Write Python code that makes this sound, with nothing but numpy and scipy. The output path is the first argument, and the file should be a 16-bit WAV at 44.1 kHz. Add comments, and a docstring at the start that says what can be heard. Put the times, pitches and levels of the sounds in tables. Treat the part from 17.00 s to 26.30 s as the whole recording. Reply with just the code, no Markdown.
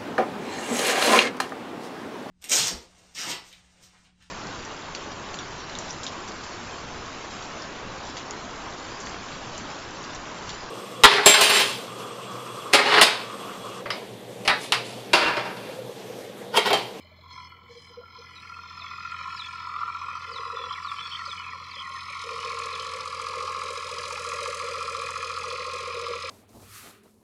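"""Diesel tractor turning at the far end of a field

A three-cylinder tractor swings round to face a distant phone microphone, over field rumble and hiss.
Blows in each engine cycle knock the pipe, block and covers: shaped noise, with a balance that shifts in the turn.
The recorder's noise suppressor breaks the sound into thin streaks, deep at first and shallow later,
and lets short dull blips through. Birds chirp in near-sine notes that slide or trill."""
import sys
import numpy as np
from scipy import signal
from scipy.fft import rfft, irfft
from scipy.io import wavfile
from scipy.ndimage import uniform_filter1d

SR = 44100
rng = np.random.default_rng(int(sys.argv[2]) if len(sys.argv) > 2 else 0)


def to_wav(sig):
    """Store sig (one row per channel, or 1-D mono) as 16-bit WAV at the path in sys.argv[1].

    Samples outside -1..1 are clipped; the rate is SR.
    """
    pcm = np.clip(np.atleast_2d(sig), -1, 1) * 32767
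    pcm = np.round(pcm).astype(np.int16)
    wavfile.write(sys.argv[1], SR, pcm.T)  # frames by channels


N = 410130

# The tractor's turn and the noise suppressor's strength. Each row: time in seconds,
# turn (0 = away, 1 = facing), streak depth in dB (before the share of each range),
# strength of the held bands (a factor, 0-2).
TURN = [(0, 0, 12, 1.8), (1, 0, 12, 1.6), (2, 0, 11, 1.1), (3.3, .1, 10, .9), (4.2, .2, 9, .7),
        (4.9, .4, 9, .7), (5.4, 1, 3, .3), (6.2, 1, 2.5, .2), (9.3, 1, 2.5, .25)]


def gain_of(db):
    """Amplitude factor of a level in dB."""
    return 10 ** (np.asarray(db) / 20)


def evened(x):
    """Brings x to an rms of 1."""
    return x / np.sqrt(np.mean(x ** 2) + 1e-20)


def read(points, hz):
    """Reads a spectrum table at the frequencies hz, straight over log frequency."""
    f, value = np.transpose(points)
    return np.interp(np.log(hz + 1), np.log(f + 1), value)


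def along(rows, column=1):
    """One column of a time table, at every sample."""
    rows = np.array(rows)
    return np.interp(np.arange(N) / SR, rows[:, 0], rows[:, column])


def smoothed_twice(x, size, axis=-1):
    """Two running means in a row, for a rounder wander."""
    return uniform_filter1d(uniform_filter1d(x, size, axis=axis), size, axis=axis)


def drift(hold_s):
    """Slow chance of rms 1 that holds its value for about hold_s."""
    step = 64
    steps = rng.standard_normal(N // step + 1)
    size = max(round(hold_s * SR / step), 1)
    return np.repeat(evened(smoothed_twice(steps, size)), step)[:N]


def coloured(x, colour):
    """Shapes x by a spectrum and the rings of the castings; causal, so that blows ring on afterwards."""
    # Narrow rings of the castings. Each row: centre in Hz, width in Hz, lift in dB.
    rings = [(393, 59, 3.5), (469.2, 19.5, 9.5), (1075, 7.4, 12.5), (1140, 43, 9), (1222, 26, 3),
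             (1327.4, 13.4, 6), (2488, 17, 8)]
    size = 2 ** 14
    hz = np.fft.rfftfreq(size, 1 / SR)
    rings_db = sum(db / (1 + (2 * (hz - f) / width) ** 2) for f, width, db in rings)
    spectrum_db = np.maximum(read(colour, hz) + rings_db, -100)
    # folding the cepstrum onto its first half gives minimum phase: no sound ahead of the blow
    cepstrum = irfft(np.log(gain_of(spectrum_db)))
    cepstrum[1:size // 2] *= 2
    cepstrum[size // 2 + 1:] = 0
    ring = irfft(np.exp(rfft(cepstrum)))[:size // 2]
    return evened(signal.oaconvolve(x, ring)[:N])


def field():
    """Steady field rumble and microphone hiss: noise, shaped like every part with the rings added."""
    # Rumble and hiss. Each row: frequency in Hz, relative level in dB per Hz.
    bed = [(20, -17), (45, -25), (68, -11.5), (90, -2.5), (200, -6), (300, -12), (600, -19.5), (1000, -11),
           (1500, -23), (3000, -31), (5000, -35.5), (7600, -45), (8800, -56), (10800, -58), (11800, -43),
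           (15900, -40)]
    return gain_of(-60) * coloured(rng.standard_normal(N), bed)


def birds():
    """Near-sine notes that slide, flattening at the end, or trill; the ground adds a short blur."""
    # Bird notes. Each row: start in seconds, length in seconds, start in Hz, end in Hz,
    # level in dB (before swell and flutter), trill range in Hz.
    chirps = [(1.352, 0.035, 4080, 3840, -46, 60), (1.392, 0.013, 3630, 4000, -53, 0),
              (1.51, 0.046, 2440, 2600, -50, 0), (1.772, 0.059, 5600, 3410, -49, 3),
              (1.833, 0.058, 3510, 3340, -51, 155), (2.358, 0.072, 5580, 3250, -39.5, 2),
              (2.424, 0.059, 3570, 3360, -43.5, 200), (3.314, 0.086, 5250, 3240, -42.5, 0),
              (3.552, 0.12, 3570, 3370, -44, 154), (3.685, 0.061, 3150, 3320, -40, 480),
              (3.74, 0.051, 2610, 1920, -43, 0), (3.824, 0.091, 5300, 3350, -45, 0),
              (3.965, 0.048, 3070, 3090, -43, 0), (3.987, 0.097, 3435, 3390, -40.5, 150),
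              (4.104, 0.064, 3200, 3290, -38.5, 500), (4.163, 0.057, 2400, 1850, -45, 60),
              (4.249, 0.09, 5300, 3200, -44, 0), (4.37, 0.056, 3020, 2950, -46.5, 0),
              (4.424, 0.094, 2650, 2400, -42, 120), (4.492, 0.045, 2780, 1820, -46, 0),
              (4.7, 0.054, 5040, 3380, -46, 4), (4.755, 0.074, 3170, 3210, -41, 450),
              (4.814, 0.066, 2370, 1870, -45, 110), (4.953, 0.028, 1930, 1825, -42.5, 0),
              (5.086, 0.1, 2450, 2230, -41, 350), (5.385, 0.049, 2880, 2950, -46, 0),
              (5.455, 0.092, 2460, 2270, -43, 200), (5.725, 0.035, 4400, 3300, -43, 0),
              (5.787, 0.062, 3080, 3100, -44, 300)]
    trill_rate_hz, flutter_db = 58, 3.5
    out = np.zeros(N)
    for s, length_s, start_hz, end_hz, db, trill_hz in chirps:
        t = np.arange(0, length_s, 1 / SR)
        slide = np.sin(1.3 * t / length_s) / np.sin(1.3)
        trill = signal.sawtooth(2 * np.pi * trill_rate_hz * t, .3)  # quick rise, slower fall
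        hz = start_hz + (end_hz - start_hz) * slide + trill_hz / 2 * trill
        waver = evened(smoothed_twice(rng.standard_normal(len(t)), 250))
        flutter = gain_of(flutter_db * waver)  # the noise suppressor makes the level flutter
        swell = signal.windows.tukey(len(t), .25) * (0.55 + 0.5 * t / length_s) * flutter
        note = np.sin(2 * np.pi * np.cumsum(hz) / SR)
        at = round(s * SR)
        out[at:at + len(t)] += gain_of(db) * np.sqrt(2) * swell * note
    fade_db = -38 - 60 * np.arange(2000) / SR / .08  # falls at 60 dB in 0.08 s
    blur = rng.standard_normal(2000) * gain_of(fade_db)
    return out + signal.oaconvolve(out, blur)[:N]


def suppressor_blips():
    """Short dull blips that the noise suppressor lets through: sines of some twenty thousandths of a second."""
    # Blips. Each row: start in seconds, approximate peak in dB, pitch in Hz.
    blips = [(.045, -52.5, 610), (.115, -52, 620), (.185, -53, 620), (1.012, -55, 670), (1.812, -55, 674),
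             (2.205, -56, 537), (4.275, -47, 560), (4.545, -54, 543), (4.61, -55, 560), (4.765, -49, 547),
             (4.9, -54, 580), (5.1, -51, 572), (6.014, -46, 880), (6.185, -47, 875), (6.329, -36, 954),
             (6.409, -47, 850), (6.479, -41, 864), (6.617, -44, 880), (6.886, -40, 920), (7.107, -36, 936),
             (7.165, -41.5, 840), (7.458, -43, 900), (8.09, -39, 935), (8.426, -43, 860)]
    out, t = np.zeros(N), np.arange(2000) / SR
    for s, db, hz in blips:
        at = round(s * SR)
        swell = t / 0.0053 * np.exp(1 - t / 0.0057)
        out[at:at + len(t)] += gain_of(db) * swell * np.sin(2 * np.pi * hz * t)
    return out


def engine_cycles():
    """Engine cycles run so far, at every sample; a four-stroke cycle is two turns of the crank."""
    # Crank speed. Each row: time in seconds, speed in revolutions a minute.
    crank_speed = [(0.0, 1701.5), (0.5, 1705.2), (1.0, 1727.7), (1.5, 1730.2), (2.0, 1737.5), (2.5, 1738.5),
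                   (3.0, 1741.5), (3.5, 1727.7), (4.0, 1735.9), (4.5, 1769.3), (5.0, 1731.4), (5.5, 1715.2),
                   (6.0, 1722.7), (6.5, 1718.4), (7.0, 1714.3), (7.5, 1703.6), (8.0, 1720.0), (8.5, 1716.8),
                   (9.0, 1721.8), (9.3, 1723.2)]
    cycle_at_start = .075
    return cycle_at_start + np.cumsum(along(crank_speed)) / 120 / SR


def exhaust_tones(cycle):
    """Low exhaust tones locked to the engine cycle; they grow as the tractor comes round."""
    # Exhaust tones. Each row: multiple of the engine cycle, level in dB before the growth.
    orders = [(3, -72.5), (6, -50), (9, -62), (10, -71), (12, -63.5), (13, -65)]
    nearing = gain_of(0.5 * (np.arange(N) / SR - 17.0))  # half a dB a second
    tones = sum(gain_of(db) * np.sqrt(2) * np.cos(2 * np.pi * k * cycle) for k, db in orders)
    return nearing * tones


def recurring(cycle, alike):
    """Noise whose share alike (of power) comes back almost unchanged in the next engine cycle."""
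    carry_away, carry_facing = .86, .97  # part of the rattle carried over to the next cycle
    count = cycle.astype(int)
    since = np.arange(N) - np.searchsorted(count, count)  # samples since the cycle began
    held = rng.standard_normal((count[-1] + 1, since.max() + 1))
    turn = along(TURN)[np.searchsorted(count, np.arange(len(held)))]
    carry = carry_away + turn * (carry_facing - carry_away)
    for k in range(1, len(held)):
        held[k] = carry[k] * held[k - 1] + np.sqrt(1 - carry[k] ** 2) * held[k]
    alike = np.clip(alike, 0, 1)
    return np.sqrt(alike) * held[count, since] + np.sqrt(1 - alike) * rng.standard_normal(N)


def knocked(cycle, blows, colour, scatter_db, rise_s, knock_db, alike):
    """Each blow is a sharp knock, recurring so that engine orders show, and a flare of rattle."""
    # the blows slide slowly about: shares of the cycle, and for how many cycles a place holds
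    slide_away, slide_facing, slide_cycles = .012, .003, 9
    strength_db = scatter_db * rng.standard_normal((int(cycle[-1]) + 2, len(blows)))
    cycle_s, step = N / SR / (cycle[-1] - cycle[0]), 8
    coarse, turn = cycle[::step], np.clip(along(TURN)[::step], 0, 1)
    wander = evened(smoothed_twice(rng.standard_normal(strength_db.shape), slide_cycles, axis=0))
    slide = slide_away + turn * (slide_facing - slide_away)
    flare, knocks = np.ones(len(coarse)), np.zeros(N)
    for k, (share, away_db, facing_db, decay_s) in enumerate(blows):
        slid = coarse + slide * np.interp(coarse, np.arange(len(wander)), wander[:, k])
        since = slid - share + 1
        age_s = since % 1 * cycle_s
        force = gain_of(away_db + turn * (facing_db - away_db) + strength_db[since.astype(int), k])
        flare = flare + force * np.exp(-age_s / decay_s) * (1 - np.exp(-age_s / rise_s))
        due = np.arange(1, int(cycle[-1]) - 1) + share
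        at = np.interp(due, slid, np.arange(len(slid)) * step).astype(int)
        knocks[at] += force[at // step + 1]  # read just after the blow, where its force is the new one
    rattle = np.repeat(flare, step)[:N] * recurring(cycle, alike)
    return coloured(rattle + gain_of(knock_db) * knocks, colour)


def block(cycle):
    """The engine block, knocked several times a cycle, heard around 1 kHz."""
    # Colour of the block. Each row: frequency in Hz, relative level in dB per Hz.
    block_colour = [(460, -64.5), (780, -55), (870, -25.5), (1040, -1.5), (1110, -1.5), (1240, -1),
                    (1610, -38.5), (2730, -120)]
    # Blows. Each row: share of the cycle, dB over the steady rattle turned away, dB facing, decay in s.
    block_blows = [(.1, 2, 2, .003), (.17, 2, 1, .003), (.447, 13, 14.5, .003), (.57, 6, 8, .003),
                   (.652, 0, 11, .003), (.76, 11, 6, .003), (.855, 3, 9, .003), (.96, -2, 0, .002)]
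    return knocked(cycle, block_blows, block_colour, scatter_db=1.4, rise_s=.001, knock_db=23.5, alike=.6)


def gearbox(cycle):
    """The gearbox, whose blows change places in strength as the tractor turns."""
    # Colour of the gearbox. Each row: frequency in Hz, relative level in dB per Hz.
    gearbox_colour = [(710, -55.5), (1200, 6), (1390, 3), (1440, -7), (1480, -62.5), (1520, -49),
                      (1980, -59.5), (3340, -120)]
    # Blows. Each row: share of the cycle, dB over the steady rattle turned away, dB facing, decay in s.
    gearbox_blows = [(.145, 4, 8, .003), (.245, 4, 7, .002), (.432, -5, 12.5, .003), (.46, 14, -5, .004),
                     (.53, 10, 9, .003), (.615, 0, 10, .002), (.79, 13, -3, .004), (.855, 3, 7, .002),
                     (.945, -5, 7, .002)]
    return knocked(cycle, gearbox_blows, gearbox_colour, scatter_db=1.4, rise_s=.001, knock_db=24, alike=.6)


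def bonnet(cycle):
    """The bonnet, rattling mostly between 1.6 and 3.7 kHz."""
    # Colour of the bonnet. Each row: frequency in Hz, relative level in dB per Hz.
    bonnet_colour = [(890, -65), (1520, -14.5), (1660, 11.5), (1740, 6.5), (1850, 1.5), (1950, 7.5),
                     (2060, 7.5), (2240, 8.5), (2410, 12.5), (2510, 11), (2850, 0), (3700, -3),
                     (6270, -120)]
    # Blows. Each row: share of the cycle, dB over the steady rattle turned away, dB facing, decay in s.
    bonnet_blows = [(.125, 11, 9, .004), (.19, 7, 11, .004), (.235, 6, 7, .005), (.462, 9, 9.5, .004),
                    (.51, 6, 6, .005), (.57, 4, 4, .005), (.79, 9, 5, .004), (.83, 7, 8, .004),
                    (.875, 4, 6, .005)]
    return knocked(cycle, bonnet_blows, bonnet_colour, scatter_db=2.5, rise_s=.0007, knock_db=21, alike=.35)


def valve_cover(cycle):
    """The valve cover, knocked by the three firings of each cycle."""
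    # Colour of the cover. Each row: frequency in Hz, relative level in dB per Hz.
    cover_colour = [(1650, -49), (2800, -3.5), (3040, -5), (3350, -2.5), (3680, -2), (3900, 3),
                    (4280, -1.5), (4500, -0.5), (4700, 1.5), (4820, 1), (5080, -1.5), (5650, -4),
                    (7340, -27.5), (12400, -120)]
    # Blows. Each row: share of the cycle, dB over the steady rattle turned away, dB facing, decay in s.
    firing_blows = [(.04, 2, 7.5, .006), (.372, 4.5, 7, .008), (.705, 4, 11.5, .004)]
    return knocked(cycle, firing_blows, cover_colour, scatter_db=3.2, rise_s=.0009, knock_db=11, alike=.25)


def injector_ticks(cycle):
    """Bright injector ticks, three to a cycle."""
    # Colour of the ticks. Each row: frequency in Hz, relative level in dB per Hz.
    tick_colour = [(3290, -36), (5600, -14), (5850, 4.5), (6260, 7.5), (6520, 8), (7250, 3.5), (8210, 1),
                   (9210, 0.5), (10400, -3.5), (12300, -20), (13500, -25)]
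    # Blows. Each row: share of the cycle, dB over the steady rattle turned away, dB facing, decay in s.
    tick_blows = [(.065, 3, 11.5, .007), (.392, 3, 10.5, .008), (.72, 5, 16, .005)]
    return knocked(cycle, tick_blows, tick_colour, scatter_db=3.2, rise_s=.00064, knock_db=9, alike=.2)


def tick_edge(cycle):
    """The highest edge of the ticks, which carries at a steady level setting."""
    # Colour of the edge. Each row: frequency in Hz, relative level in dB per Hz.
    edge_colour = [(9000, -61), (11000, -4), (11800, 10), (13500, -11), (15900, -25)]
    # Blows. Each row: share of the cycle, dB over the steady rattle turned away, dB facing, decay in s.
    edge_blows = [(.065, 12, 12, .004), (.405, 16, 12, 0.0033), (.73, 6.5, 9.2, 0.0031)]
    edge = knocked(cycle, edge_blows, edge_colour, scatter_db=3.0, rise_s=.0006, knock_db=7, alike=0)
    return gain_of(-86) * edge


def clatter(cycle):
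    """Five knocked parts, each wavering in level by itself, more when turned away."""
    # Low clatter before the waver. Each row: time in seconds, block level in dB, gearbox level in dB.
    low_levels = [(0.0, -60, -65), (0.18, -74, -71), (0.23, -50.5, -81), (0.39, -38, -70),
                  (0.47, -40.5, -74), (0.49, -49.5, -51), (0.72, -54, -69), (0.8, -64, -73),
                  (0.93, -49, -54), (1.09, -74, -47.5), (1.16, -37.5, -43), (1.22, -53.5, -47.5),
                  (2.05, -43.5, -36), (2.3, -34.5, -35), (2.43, -41, -39), (2.77, -35.5, -29.5),
                  (3.34, -38, -38), (3.47, -34, -35.5), (4.22, -42, -36), (4.74, -40.5, -42.5),
                  (5.46, -37.5, -39.5), (7.05, -38.5, -39), (8.03, -38.5, -36), (9.3, -39.5, -38)]
    # High clatter before the waver. Each row: time in seconds, bonnet level in dB,
    # valve cover level in dB, injector tick level in dB.
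    high_levels = [(0.0, -50, -54, -69), (0.1, -55.5, -62, -95), (0.28, -63, -56, -88),
                   (0.33, -49, -47, -67), (0.65, -54.5, -58.5, -83), (0.7, -53, -57, -67),
                   (0.86, -52, -51.5, -67), (1.0, -56, -56.5, -77), (1.27, -46.5, -53, -65),
                   (1.5, -50, -51.5, -68), (2.38, -43.5, -46, -59.5), (2.69, -45.5, -52.5, -64.5),
                   (4.14, -44.5, -46, -58), (4.35, -46, -46.5, -57), (4.5, -42.5, -52, -66),
                   (4.58, -47, -51, -65.5), (5.46, -42, -44, -54), (6.06, -43.5, -45, -55),
                   (7.35, -41, -43, -49), (9.17, -41.5, -43.5, -56), (9.3, -37, -42, -52)]
    waver_away_db, waver_facing_db, waver_s = 1.2, 0.3, 0.087
    parts = [block(cycle), gearbox(cycle), bonnet(cycle), valve_cover(cycle), injector_ticks(cycle)]
    levels_db = [along(low_levels, column=k) for k in (1, 2)]
    levels_db += [along(high_levels, column=k) for k in (1, 2, 3)]
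    waver_db = waver_away_db + (waver_facing_db - waver_away_db) * along(TURN)
    return sum(gain_of(db + waver_db * drift(waver_s)) * part for db, part in zip(levels_db, parts))


def pipe_gain():
    """The noise suppressor lets the boom through in short bursts, then stays open; both waver."""
    # Short openings. Each row: start in seconds, length in seconds, level in dB before the waver.
    openings = [(0.695, 0.122, -51), (0.9, 0.029, -52), (0.97, 0.067, -41), (1.189, 0.03, -45),
                (3.026, 0.11, -52), (3.21, 0.03, -49), (3.252, 0.19, -43), (3.46, 0.24, -45.5),
                (4.22, 0.02, -57), (4.27, 0.031, -52), (4.53, 0.054, -61)]
    # Open for good, from the first row on. Each row: time in seconds, level in dB before the waver.
    open_boom = [(5.24, -52), (5.27, -45.5), (5.9, -45.5), (6.26, -49.5), (6.32, -43), (7.2, -44),
                 (7.35, -40.5), (8.0, -44), (9.3, -39.5)]
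    edge_s, hidden_db, waver_db, waver_s = 0.005, -68, 2.0, 0.07
    t = np.arange(N) / SR
    gain = gain_of(hidden_db) + (t > open_boom[0][0]) * gain_of(along(open_boom))
    for s, length_s, db in openings:
        inside_s = np.minimum(t - s, s + length_s - t)
        gain = gain + gain_of(db) * np.clip(inside_s / edge_s + .5, 0, 1)
    return gain * gain_of(waver_db * drift(waver_s))


def pipe(cycle):
    """The exhaust pipe, booming around 500 Hz at each blow."""
    # Colour of the pipe. Each row: frequency in Hz, relative level in dB per Hz.
    pipe_colour = [(190, -81), (330, -24.5), (350, -30), (399, -11), (477, 0.5), (540, 1), (610, -11.5),
                   (720, -38), (940, -81), (1580, -120)]
    # Blows. Each row: share of the cycle, dB over the steady rattle turned away, dB facing, decay in s.
    pipe_blows = [(.9, 9, 13, .006), (.02, 8, 11, .006), (.12, 7, 7, .005), (.3, 7, 2, .008),
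                  (.675, 6, 10, .004), (.76, 7, 8, .003)]
    boom = knocked(cycle, pipe_blows, pipe_colour, scatter_db=1.5, rise_s=.002, knock_db=27.0, alike=.7)
    return pipe_gain() * boom


def tractor():
    """The clatter, the edge of the ticks and the pipe, over the low exhaust tones."""
    cycle = engine_cycles()
    return clatter(cycle) + tick_edge(cycle) + pipe(cycle) + exhaust_tones(cycle)


def suppressed(x, hold_s, width_hz):
    """The noise suppressor lets thin bands through at random and holds others down, most strongly early on."""
    # Bands the suppressor holds down or favours. Each row: centre in Hz, width in Hz,
    # level in dB before the strength factor.
    held_bands = [(995, 52, 12.5), (1176, 180, -6), (1385, 51, 7), (1600, 95, -11), (1727, 62, 2),
                  (1677, 68, -14), (2458, 180, -6), (2818, 194, -13.5), (3160, 770, 3), (3736, 690, -8.5),
                  (4202, 120, -3), (4680, 420, -16), (5150, 630, 9.5), (5540, 710, -6.5),
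                  (6400, 180, -15.5), (6660, 110, -34)]
    # How strongly each range streaks. Each row: frequency in Hz, share of the streak depth.
    streaky = [(250, 0), (400, .7), (1000, .2), (1500, .1), (2000, .6), (3000, .8), (7000, 1.6),
               (10500, 1.6), (11600, 0), (16000, 0)]
    # Bands it holds down (or, with a plus, favours) for a while. Each row: start in seconds,
    # end in seconds, centre in Hz, width in Hz, level in dB.
    passing_bands = [(0, 1.4, 1853, 200, -16), (0, 1.35, 2600, 263, -23), (0, 1.6, 3720, 300, -19),
                     (0, 0.32, 5650, 1500, -14), (0, 5.2, 650, 240, -18), (0, 5.2, 350, 130, -10),
                     (2.0, 2.68, 1160, 130, -10), (.28, 1.2, 1195, 149, -13),
                     (0.488, 0.69, 5500, 2500, -14), (1.62, 2.1, 8900, 2600, -14),
                     (2.1, 3.7, 9800, 1490, -14.5), (3.7, 4.9, 10040, 1000, -13), (.5, 1.1, 1230, 400, 6),
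                     (.55, 0.76, 9900, 3680, -12), (.92, 1.3, 8600, 3200, -15), (4.55, 5.4, 1650, 161, -27),
                     (6.0, 6.75, 5400, 160, -5), (6.05, 7.6, 3540, 150, -11), (6.05, 7.2, 1860, 110, -20),
                     (6.5, 7, 4460, 130, -9), (7.55, 9.5, 5600, 200, -13), (7.6, 8.698, 3770, 170, -20),
                     (8.4, 9.9, 1775, 110, -14)]
    band_edge_s = 0.042
    hz, t, z = signal.stft(x, SR, nperseg=1024, noverlap=768)
    chance = rng.standard_normal(z.shape[::-1]).T
    chance = uniform_filter1d(chance, max(round(hold_s / t[1]), 1), axis=1)
    chance = evened(uniform_filter1d(chance, max(round(width_hz / hz[1]), 1), axis=0))
    s, _, depth_db, strength = np.transpose(TURN)
    held_db = sum(db * np.exp(-(2 * (hz - f) / width) ** 2) for f, width, db in held_bands)
    streaks_db = np.interp(t, s, depth_db) * np.tanh(1.5 * chance) * read(streaky, hz)[:, None]
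    lift = gain_of(streaks_db + held_db[:, None] * np.interp(t, s, strength))
    lift = lift / np.sqrt(uniform_filter1d(lift ** 2, 30, axis=0))  # wide bands keep their level
    passing_db = 0
    for start_s, end_s, f, width, db in passing_bands:
        band = np.exp(-(2 * (hz - f) / width) ** 4)
        active = np.clip(np.minimum(t - start_s, end_s - t) / band_edge_s + .5, 0, 1)
        passing_db = passing_db + db * np.outer(band, active)
    lift = lift * gain_of(passing_db)
    return signal.istft(z * lift, SR, nperseg=1024, noverlap=768)[1][:N]


def scene():
    """The suppressed tractor over the field, with the suppressor's blips and birds, in one channel."""
    suppressed_tractor = suppressed(tractor(), hold_s=0.309, width_hz=130)
    return (suppressed_tractor + field() + suppressor_blips() + birds())[None]


def record(dry):
    """The band limit of the recorder: a steep low-pass."""
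    edge_hz = 15800
    low_pass = signal.firwin(511, edge_hz, window=("kaiser", 9), fs=SR)
    return signal.oaconvolve(dry, low_pass[None], "same")


dry = scene()
out = record(dry)
to_wav(out)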